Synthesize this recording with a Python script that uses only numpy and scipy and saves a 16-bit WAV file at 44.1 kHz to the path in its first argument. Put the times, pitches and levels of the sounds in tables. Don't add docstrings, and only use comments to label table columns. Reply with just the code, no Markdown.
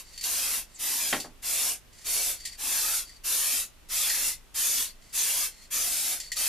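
import sys
import numpy as np
from scipy import signal
from scipy.fft import rfft, irfft, next_fast_len
from scipy.io import wavfile
from scipy.ndimage import uniform_filter1d, map_coordinates

SR = 44100
rng = np.random.default_rng(int(sys.argv[2]) if len(sys.argv) > 2 else 0)


def bounce(signal):
    frames = np.transpose(np.atleast_2d(signal))
    limited = np.clip(frames, -1, 1)
    pcm = np.round(limited * 32767).astype(np.int16)
    wavfile.write(sys.argv[1], SR, pcm)


N = 286032


def amp(db):
    return 10 ** (np.asarray(db) / 20)


def unit(x):
    return x / np.sqrt(np.mean(x ** 2) + 1e-20)


def along(points, hz):
    point_hz, value = np.transpose(points)
    return np.interp(np.log(hz + 1), np.log(point_hz), value)


def wobble(rate):
    knots = rng.standard_normal(int(N * rate / SR) + 4)
    return map_coordinates(knots, [np.arange(N) * rate / SR])


def filtered(x, response):
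    size = x.shape[-1]
    padded = next_fast_len(size + 8192)
    gain = response(np.fft.rfftfreq(padded, 1 / SR))
    return irfft(rfft(x, padded) * gain, padded)[..., :size]


def noise(colour, width, size=N):
    mid, side = filtered(rng.standard_normal((2, size)), colour)
    side = filtered(side, lambda hz: amp(along(width, hz)))
    return np.array([mid + side, mid - side]) / np.std(mid)


def add(track, s, sound):
    part = track[:, round(s * SR):][:, :sound.shape[-1]]
    part += sound[:, :part.shape[-1]]


def stroke(s, held_s, rise_s, release_s):
    rise_ease = 1.56
    t = np.maximum(np.arange(N) / SR - s, 0)
    closing = np.clip((t - held_s) / release_s, 0, 2)
    return (1 - np.exp(-t / rise_s)) ** rise_ease * amp(-60 * closing ** 2)


def ramp(s, length_s):
    return np.clip((np.arange(N) / SR - s) / length_s, 0, 1) - .5


# (frequency [Hz], side minus mid [dB])
NEAR_WIDTH = [(100, -22), (400, -19), (1500, -29), (3300, -29), (4000, -10), (4800, -7), (6500, -4),
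              (8200, -2), (11000, -1.5), (14000, -.7)]


def ring(modes, t, scatter_db, rise_cycles):
    out = np.zeros((2, len(t)))
    for hz, db, t60 in modes:
        lead = np.arctan(amp(along(NEAR_WIDTH, hz)))
        phase = rng.uniform(0, 2 * np.pi) + np.array([[lead], [-lead]])
        rise = 1 - np.exp(-t * hz / rise_cycles)
        decay = amp(db + rng.normal(0, scatter_db) - 60 * t / t60)
        out += decay * rise * np.sin(2 * np.pi * hz * t + phase)
    return out


def gliding(centre_hz, width_hz):
    mean_hz = np.mean(centre_hz)
    spread = [(mean_hz, along(NEAR_WIDTH, mean_hz))]
    band = noise(lambda hz: 1 / (1 + (hz / width_hz) ** 2), spread, size=len(centre_hz))
    return np.sqrt(2) * band * np.sin(2 * np.pi * np.cumsum(centre_hz) / SR)


# (frequency [Hz], relative density [dB per Hz])
AIR_COLOUR = [(12, -34.5), (20, 1.5), (52, -12), (176, -20.5), (304, -23.5), (513, -26.5), (573, -24.5),
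              (754, -27), (1080, -27), (1720, -29), (1970, -27), (2270, -30), (2670, -27.5), (3820, -31.5),
              (14300, -38)]
# (frequency [Hz], side minus mid [dB])
AIR_WIDTH = [(25, -7), (70, -3.5), (300, -1.5), (1500, -4), (4000, -3), (12000, 1)]


def background():
    t = np.arange(N) / SR
    air = amp(-56.5) * noise(lambda hz: amp(along(AIR_COLOUR, hz)), AIR_WIDTH)
    drone = amp(-56.5 + 2 * wobble(5)) * np.sin(2 * np.pi * 25 * t)
    hum = amp(-62 + 2.2 * wobble(2.94)) * np.sin(2 * np.pi * 50 * t)
    return air + drone + hum


# (frequency [Hz], time to fall 60 dB [s])
ROOM_T60 = [(150, 0.41), (1000, 0.17), (5000, 0.17), (14000, 0.1)]


def room(x):
    burst = noise(np.ones_like, NEAR_WIDTH, size=SR // 2)
    hz, t, spectrum = signal.stft(burst, SR, nperseg=256)
    decay = amp(-60 * t / along(ROOM_T60, hz)[:, None])
    tail = signal.istft(spectrum * decay, SR, nperseg=256)[1]
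    tail = np.pad(tail / np.linalg.norm(tail[0]), ((0, 0), (SR // 200, 0)))
    return signal.fftconvolve(x, tail, axes=1)[:, :N]


# (time [s], relative level [dB], highest frequency that the contact excites [Hz])
WOOD_BUMPS = [(1.127, -22.5, 6000), (1.165, -34.5, 1200), (1.243, -35.5, 1500)]
# (frequency [Hz], relative level [dB], time to fall 60 dB [s])
WOOD_MODES = [(60, -19, .2), (110, -17, .28), (164, -13, .23), (239, -4, .12), (256, -4, .15),
              (297, -9, 0.17), (330, -10.5, 0.15), (395, -10, .1), (618, -6.5, 0.1), (792, -4, .11),
              (1105, -7.5, 0.12), (1720, -8, 0.044), (1920, -5, 0.066), (3157, 2, .07)]
# (frequency [Hz], relative density [dB per Hz])
THUD_COLOUR = [(70, -18), (300, -2), (600, 0.5), (1200, -2), (1800, 3.5), (3200, -5), (4200, -5),
               (9000, -33)]


def bumps():
    out, t = np.zeros((2, N)), np.arange(SR // 2) / SR
    for s, db, contact_hz in WOOD_BUMPS:
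        crack = noise(lambda hz: amp(along(THUD_COLOUR, hz)), NEAR_WIDTH, size=len(t))
        crack *= amp(-60 * t / 0.13)
        blow = crack + amp(-2) * ring(WOOD_MODES, t, scatter_db=0.5, rise_cycles=3.2)
        add(out, s, amp(db) * filtered(blow, lambda hz: 1 / (1 + (hz / contact_hz) ** 4)))
    return out


# (time [s], relative level [dB], relative level of the two low wall modes within the click [dB])
BALL_CLICKS = [(0.177, -28, -18), (0.2105, -23, -24), (0.2394, -18, -25), (1.2008, -21, -30),
               (2.452, -23, -14), (2.455, -20.5, -19), (2.475, -29, -12), (3.093, -37, -4),
               (4.0982, -17.5, -6.5), (6.2009, -20.5, -17), (6.3177, -21, -0.5), (6.3218, -20, -7),
               (6.3674, -19.5, -25)]
# (frequency [Hz], relative level [dB], time to fall 60 dB [s])
CAN_MODES = [(1880, -5, 0.084), (2024, -2.5, 0.048), (4420, -1, .07), (4550, -2.5, 0.13),
             (5700, -15, 0.091), (6430, -12, 0.09), (7330, 1, 0.077), (7600, -20, .07), (8900, -4, .08),
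             (9700, -11, 0.094), (10610, -21, .07), (12200, -17, .07)]
# (frequency [Hz], relative density [dB per Hz])
STEEL_COLOUR = [(1200, -38.5), (1900, -6), (3000, -2.5), (5000, 2), (7200, -0.5), (10000, -5),
                (14000, -11.5)]


def clicks():
    out, t = np.zeros((2, N)), np.arange(SR // 4) / SR
    for s, db, low_db in BALL_CLICKS:
        crack = noise(lambda hz: amp(along(STEEL_COLOUR, hz)), NEAR_WIDTH, size=len(t))
        crack *= amp(-60 * t / 0.12)
        low = ring(CAN_MODES[:2], t, scatter_db=0, rise_cycles=2)
        high = ring(CAN_MODES[2:], t, scatter_db=2.5, rise_cycles=3)
        click = amp(-13.5) * crack + amp(low_db - 3.5) * low + amp(-14) * high
        add(out, s, amp(db) * click)
    return out


def wall(hz, modes):
    power = 0
    for mode_hz, db, t60 in modes:
        power = power + amp(db) ** 2 / (1 + ((hz - mode_hz) * t60 / 5) ** 2) ** 1.4
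    return np.sqrt(power)


# (time [s], length [s], relative rolling level [dB],
# relative scraping level [dB], swell from start to end [dB],
# main mode, which the shifting lacquer pulls down [Hz])
BALL_ROLLS = [(.03, 0.18, -53.5, -58, 12, 4510), (.66, 0.14, -66, -64, 11, 4510),
              (1.19, 0.061, -60, -50.5, -4.5, 4540), (1.92, 0.13, -64, -59, 6, 4550),
              (2.36, 0.18, -50, -55, 4, 4570), (3.05, 0.112, -53.5, -61, -3, 4580),
              (4.85, 0.049, -43.5, -58, -8, 4420), (5.01, 0.14, -66, -62.5, 2, 4550),
              (5.5, 0.15, -57.5, -59, 4, 4320), (6.228, 0.072, -46.5, -53, -12, 4500)]


def rolling():
    roll, scrape = np.zeros((2, N))
    for s, length_s, roll_db, scrape_db, swell_db, _ in BALL_ROLLS:
        speed = stroke(s, length_s, rise_s=.006, release_s=0.054)
        speed *= amp(swell_db * ramp(s, length_s))
        roll += amp(roll_db) * speed
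        scrape += amp(scrape_db) * speed
    start, length, *_, mode_hz = np.transpose(BALL_ROLLS)
    main_hz = np.interp(np.arange(N) / SR, start + length / 2, mode_hz)
    song = roll * gliding(main_hz, width_hz=86)
    other_modes = CAN_MODES[:2] + CAN_MODES[4:]
    colour = lambda hz: wall(hz, other_modes) + amp(-4 + along(STEEL_COLOUR, hz))
    rasp = scrape * noise(colour, NEAR_WIDTH)
    return (amp(-3.0) * song + amp(3) * rasp) * amp(2.0 * wobble(120))


# (time [s], length [s], from [Hz], to [Hz],
# half-width where the gain has halved [Hz], relative level at the peak of the swell [dB])
HAND_SWISHES = [(0.738, 0.046, 8350, 6200, 650, -49.5), (2.778, 0.2, 1123, 1450, 80, -47.5),
                (3.42, 0.26, 2350, 2805, 110, -46.5), (3.968, .13, 3880, 3200, 120, -39.5),
                (4.021, 0.275, 1787, 1646, 130, -47), (5.151, .13, 6500, 5880, 130, -35)]


def swishes():
    out = np.zeros((2, N))
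    for s, length_s, from_hz, to_hz, width_hz, db in HAND_SWISHES:
        u = np.linspace(0, 1, round(length_s * SR))
        band = gliding(from_hz + (to_hz - from_hz) * u, width_hz)
        add(out, s, amp(db) * np.sin(np.pi * u) * band)
    return out


def swept(x, path_m, sweep_m, share):
    delay = np.abs(path_m + sweep_m * wobble(2.5)) / 343 * SR
    echo = np.array([map_coordinates(c, [np.arange(N) - delay], order=3) for c in x])
    return (x + share * echo) / np.hypot(1, share)


def patchy(x, depth_db):
    spectrum = signal.stft(x, nperseg=1024)[2]
    field = rng.standard_normal(spectrum.shape[1:])
    field = uniform_filter1d(field, size=4, axis=0)
    field = uniform_filter1d(field, size=8, axis=1)
    gain = unit(amp(depth_db * unit(field)))
    return signal.istft(spectrum * gain, nperseg=1024)[1][:, :N]


# (time [s], held [s], rise [s], release [s], relative jet level [dB],
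# splash relative to the jet, before the layer trims [dB],
# boom of the wood relative to the splash, before the layer trims [dB])
VALVE_PRESSES = [ (-.1, .085, .02, 0.089, -42.5, -6, -1.5), (.223, 0.34, .018, .13, -32.7, -6.7, -0.5),
                 (0.783, .3, 0.027, 0.25, -33, -6.5, -1.5), (1.417, .27, 0.033, .14, -32, -7.5, 0),
                 (2.04, 0.24, 0.027, .16, -32, -7, -1.5), (2.569, 0.4, 0.059, 0.13, -31.5, -6.5, -2),
                 (3.234, .349, 0.023, .138, -31, -7.5, -2.5), (3.883, .39, 0.038, .138, -31.3, -5.2, -4.8),
                 (4.539, 0.27, 0.021, 0.15, -31, -7, -4.5), (5.123, 0.31, 0.024, 0.12, -31, -7.5, -3.5),
                 (5.702, 0.41, 0.019, 0.16, -32.5, -6.5, -2), (6.353, .2, 0.019, .12, -31.5, -5, -3)]
SAG_DB_PER_S = 5.5
SPLASH_GROWS = .85


def valve():
    jet, splash, boom = np.zeros((3, N))
    for s, held_s, rise_s, release_s, jet_db, splash_db, boom_db in VALVE_PRESSES:
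        sag = amp(-SAG_DB_PER_S * held_s * ramp(s, held_s))
        flow = stroke(s, held_s, rise_s, release_s) * sag
        drops = amp(jet_db + splash_db) * flow ** SPLASH_GROWS
        jet += amp(jet_db) * flow
        splash += drops
        boom += amp(boom_db) * drops
    return jet, splash, boom


# (frequency [Hz], relative density [dB per Hz])
HISS_COLOUR = [(70, -39), (170, -24), (290, -13.8), (450, -13.8), (1200, -12.5), (1800, -10.5),
               (2400, -7.5), (3400, -5), (4200, -4), (6200, -0.9), (8000, -1.85), (9800, 1.1), (12500, -1),
               (14300, -5)]
# (frequency [Hz], width [Hz], height [dB])
BENCH_PEAKS = [(256, 26, 2), (780, 50, -1), (1060, 48, 2), (1694, 87, 2), (2625, 310, 3.5),
               (2916, 170, -4.5), (4110, 350, -1.4), (7030, 200, 3)]


def spray():
    def colour(hz):
        peaks = sum(db / (1 + (2 * (hz - f) / w) ** 2) for f, w, db in BENCH_PEAKS)
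        return amp(along(HISS_COLOUR, hz) + peaks)

    def above(hz, split_hz):
        return 1 / (1 + (split_hz / (hz + 1)) ** 4)

    jet, splash, boom = valve()
    high = noise(lambda hz: colour(hz) * np.sqrt(above(hz, 3840)), NEAR_WIDTH)
    middle = noise(lambda hz: colour(hz) * np.sqrt(above(hz, 1240) * (1 - above(hz, 4180))), NEAR_WIDTH)
    low = noise(lambda hz: colour(hz) * np.sqrt(1 - above(hz, 1270)), NEAR_WIDTH)
    hiss = amp(3.0) * jet * high + amp(2.5) * splash * middle + amp(-8.0) * boom * low
    hiss *= amp(0.21 * wobble(12) + 0.27 * wobble(40) + 0.48 * wobble(500))
    return patchy(swept(hiss, path_m=.55, sweep_m=0.1014, share=0.23), depth_db=2.5)


def scene():
    hiss = spray()
    small = rolling() + clicks() + bumps() + swishes()
    near = hiss + small + room(amp(-9) * hiss + amp(-8.5) * small)
    return near * amp([[.25], [-.25]]) + background()


def record(dry):
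    top_hz = 14400
    return filtered(dry, lambda hz: 1 / (1 + (hz / top_hz) ** 500))


dry = scene()
out = record(dry)
bounce(out)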